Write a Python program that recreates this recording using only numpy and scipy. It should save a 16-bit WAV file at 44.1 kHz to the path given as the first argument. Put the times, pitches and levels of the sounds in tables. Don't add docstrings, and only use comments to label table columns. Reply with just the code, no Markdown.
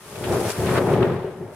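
import sys
import numpy as np
from scipy import signal
from scipy.fft import rfft, irfft, next_fast_len
from scipy.io import wavfile
from scipy.ndimage import uniform_filter1d

SR = 44100
rng = np.random.default_rng(int(sys.argv[2]) if len(sys.argv) > 2 else 0)


def to_wav(s):
    ch = np.atleast_2d(s).T
    pcm = np.round(np.clip(ch, -1, 1) * 32767)
    wavfile.write(sys.argv[1], SR, pcm.astype(np.int16))


N = 68355


# (frequency [Hz], level [dB])
BRICK_FLOW = [(0.0, -56.5), (0.068, -46), (0.34, -20.5), (0.496, -27), (0.53, -39), (0.612, -24),
              (0.764, -22.5), (0.784, -18), (0.866, -23.5), (0.876, -18.5), (0.988, -21), (1.018, -18.5),
              (1.216, -32), (1.242, -31.5), (1.394, -41), (1.416, -34), (1.54, -40.5), (1.55, -39)]
BRICK_SPECTRUM = [(150, -30), (250, -15.5), (325, -9), (348, -3), (364, 1.5), (384, -2.5), (415, -1),
                  (490, -6.5), (570, -4.5), (660, -10.5), (850, -14), (1200, -24.5), (2200, -33),
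                  (4000, -67.5)]

def bricks():
    return level(BRICK_FLOW) * shower(BRICK_SPECTRUM, per_s=520, size_db=2, trail_s=.0094, trail_db=-1.5)


# (frequency [Hz], level [dB])
BOARD_SHAKE = [(0, -53.5), (.19, -35), (.3, -26), (.37, -24), (.41, -31.5), (.48, -25), (.52, -43.5),
               (.56, -39), (.594, -27), (.63, -25.5), (.71, -20.5), (.79, -23), (.86, -23), (.9, -21),
               (.93, -19), (1.04, -23), (1.11, -24), (1.35, -41), (1.39, -36), (1.445, -33.5),
               (1.55, -47.5)]
BOARD_SPECTRUM = [(45, -33.5), (70, -16), (100, -3), (143, 1.5), (175, -2), (230, -7), (290, -17),
                  (420, -53.5)]

def boards():
    return level(BOARD_SHAKE) * shower(BOARD_SPECTRUM, per_s=180, size_db=5, trail_s=.0075, trail_db=1)


# (time [s], knock level [dB], boom level [dB])
LANDINGS = [(0.307, -24.5, -47), (0.343, -24, -24.5), (.584, -34.5, -21.5), (0.7, -34, -30),
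            (.777, -25, -41), (0.876, -33, -42), (.920, -22.5, -21.5), (0.997, -22, -15.5),
            (1.028, -23, -24), (1.108, -27.5, -20), (1.243, -26.5, -38), (1.408, -37, -35)]
# (frequency [Hz], level [dB], t60 [s])
KNOCK_RING = [(359.8, 2.5, 0.225), (411, 5.5, 0.12), (464, 1, 0.16), (565, -7, 0.053)]
BOOM_RING = [(99, -10, 0.11), (142.9, 5, 0.17), (206.3, -18, 0.21)]

def thuds(attack_s=.0017, bass_hz=48):
    out, t = np.zeros(N), np.arange(SR // 2) / SR
    onset = (1 - np.exp(-t / attack_s)) ** 2
    for s, knock_db, boom_db in LANDINGS:
        add(out, s, onset * (amp(knock_db) * ring(KNOCK_RING, t) + amp(boom_db) * ring(BOOM_RING, t)))
    return signal.sosfilt(signal.butter(2, bass_hz, 'highpass', fs=SR, output='sos'), out)


# (time [s], level [dB], pitch [Hz], t60 [s])
SNAPS = [(.156, -36, 3500, 0.034), (.239, -31.5, 3230, 0.12), (.322, -34.5, 8000, 0.039),
         (.404, -34, 10000, 0.022), (0.502, -24, 6650, 0.028), (0.516, -25, 7300, 0.027),
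         (.666, -29, 3250, 0.048), (.758, -27.5, 1450, 0.13), (.775, -27.5, 1370, 0.026),
         (0.937, -28.5, 3060, 0.028), (1.021, -24, 1260, 0.14), (1.028, -21, 2730, 0.023)]

def cracks(attack_s=.00059, octaves_below=1.2, octaves_above=.35):
    out, t = np.zeros((2, N)), np.arange(SR // 6) / SR
    for s, db, pitch_hz, t60 in SNAPS:
        def band(hz):
            width = np.where(hz < pitch_hz, octaves_below, octaves_above)
            return np.exp(-.5 * (np.log2((hz + 1) / pitch_hz) / width) ** 2)
        burst = unit(spread(filtered(rng.standard_normal((2, len(t))), band)))
        add(out, s, amp(db - 60 * t / t60) * (1 - np.exp(-t / attack_s)) * burst)
    return out


# (frequency [Hz], level [dB])
CHIP_FLOW = [(0, -51.5), (.22, -43), (.358, -35.5), (.418, -40), (.504, -32.5), (.53, -39.5), (.642, -38),
             (.69, -29.5), (.742, -31.5), (.784, -23), (.798, -37), (.854, -39), (.925, -32.5), (.98, -35),
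             (1.016, -35), (1.092, -37), (1.42, -53.5), (1.55, -52)]
CHIP_SPECTRUM = [(500, -19.5), (900, 1), (1150, 2.5), (1700, -2), (2300, -7.5), (3300, -12), (4500, -19.5),
                 (7000, -32), (12000, -51)]

def chips():
    return level(CHIP_FLOW) * shower(CHIP_SPECTRUM, per_s=350, size_db=0, trail_s=.0049, trail_db=10)


# (frequency [Hz], level [dB])
GRIT_FLOW = [(0.0, -53), (0.09, -47.5), (0.31, -41), (0.328, -37.5), (0.384, -40.5), (0.404, -37.5),
             (0.422, -40), (0.504, -33.5), (0.538, -41), (0.78, -39), (0.798, -45.5), (0.932, -46),
             (0.98, -53), (1.186, -60.5), (1.514, -61.5), (1.55, -53.5)]
GRIT_SPECTRUM = [(1200, -2.5), (2500, 3), (4000, 0.5), (5200, 1.5), (7000, 0), (8300, 0.5), (10200, 3),
                 (12500, -0.5), (14000, -8), (15800, -12)]

def grit():
    return level(GRIT_FLOW) * shower(GRIT_SPECTRUM, per_s=1800, size_db=4, trail_s=.012, trail_db=2)


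# (frequency [Hz], level [dB])
BASS_SWELL = [(0, -64), (.21, -44.5), (.29, -34), (.44, -42), (.505, -49), (.555, -55), (.6, -27),
              (.66, -34.5), (.73, -44), (.82, -52), (.86, -39), (.897, -41), (.94, -36), (1.03, -64),
              (1.2, -65), (1.28, -43), (1.35, -75), (1.46, -67), (1.55, -56)]
BASS_SPECTRUM = [(12, -56), (25, -0.5), (42, -29), (62, 6.5), (75, 14), (110, -33)]

def deep_bass():
    return level(BASS_SWELL) * shower(BASS_SPECTRUM, per_s=420, size_db=-3, trail_s=.017, trail_db=.5)


# (frequency [Hz], t60 [s])
ROOM_DECAY = [(120, 0.42), (500, 0.48), (2000, .45), (10000, 0.12)]

def room(x):
    hz, t, noise = signal.stft(rng.standard_normal((2, SR * 3 // 4)), SR, nperseg=256)
    decay = amp(-60 * t / along(ROOM_DECAY, hz)[:, None])
    tail = spread(signal.istft(noise * decay, SR, nperseg=256)[1])
    return signal.fftconvolve(x, tail / np.linalg.norm(tail[0]), axes=1)[:, :N]


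# (frequency [Hz], correlation [-1 to 1])
MIC_LIKENESS = [(60, 0.99), (250, 0.98), (600, 0.93), (1200, 0.8), (2500, 0.36), (5000, -0.13),
                (9000, 0.22), (13000, -0.23)]

def spread(pair):
    def weights(hz):
        turn = np.arccos(along(MIC_LIKENESS, hz)) / 2
        return np.array([np.cos(turn), np.sin(turn)])
    mid, side = filtered(pair, weights)
    return np.array([mid + side, mid - side])


def shower(colour, per_s, size_db, trail_s, trail_db, steady_s=.03):
    hits = (rng.random((2, N)) < per_s / SR) * rng.choice([-1, 1], (2, N))
    hits = hits * amp(size_db * np.clip(rng.standard_normal((2, N)), -2, 2))
    fall = np.exp(-1 / (trail_s * SR))
    energy = signal.lfilter([1 - fall], [1, -fall], np.mean(hits ** 2, axis=0))
    crumbs = np.sqrt(np.abs(energy)) * rng.standard_normal((2, N))
    flow = unit(spread(coloured(hits + amp(trail_db) * crumbs, colour)))
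    span = round(steady_s * SR)
    power = uniform_filter1d(uniform_filter1d(np.mean(flow ** 2, axis=0), span), span)
    return unit(flow / np.sqrt(np.abs(power) + .05))


def ring(modes, t):
    out = np.zeros(len(t))
    for hz, db, t60 in modes:
        decay = amp(db + rng.normal(0, .76) - 60 * t / t60)
        out += decay * np.sin(2 * np.pi * hz * (1 + rng.normal(0, .018)) * t)
    return out


def coloured(x, colour):
    def response(hz):
        cepstrum = irfft(np.log(amp(along(colour, hz))))
        half = len(cepstrum) // 2
        return np.exp(rfft(np.r_[cepstrum[0], 2 * cepstrum[1:half], np.zeros(half)]))
    return filtered(x, response)


def filtered(x, response):
    n = x.shape[-1]
    padded = next_fast_len(n + 8192)
    return irfft(rfft(x, padded) * response(np.fft.rfftfreq(padded, 1 / SR)), padded)[..., :n]


def amp(db):
    return 10 ** (np.asarray(db) / 20)


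def unit(x):
    return x / np.sqrt(np.mean(x ** 2) + 1e-20)


def along(points, hz):
    freqs, values = np.transpose(points)
    return np.interp(np.log(hz + 1), np.log(freqs + 1), values)


def level(rows):
    return amp(np.interp(np.arange(N) / SR, *np.transpose(rows)))


def add(track, s, sound):
    part = track[..., max(0, round(s * SR)):][..., :sound.shape[-1]]
    part += sound[..., :part.shape[-1]]


# (frequency [Hz], left over right [dB])
LEFT_BIAS = [(40, 0.7), (200, 2.5), (1000, 2.5), (5000, 1.6), (12000, 1.2)]

def scene():
    rubble = amp(-3.5) * deep_bass() + amp(-3) * boards() + amp(-1.4) * bricks()
    rubble += chips() + amp(2.5) * grit()
    blows = thuds() + cracks()
    sound = rubble + blows + room(amp(-16.5) * rubble + amp(-10.5) * blows)
    return filtered(sound, lambda hz: amp(np.outer([.5, -.5], along(LEFT_BIAS, hz))))


TOP_HZ = 15800

def record(dry):
    return filtered(dry, lambda hz: hz < TOP_HZ)


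dry = scene()
out = record(dry)
to_wav(out)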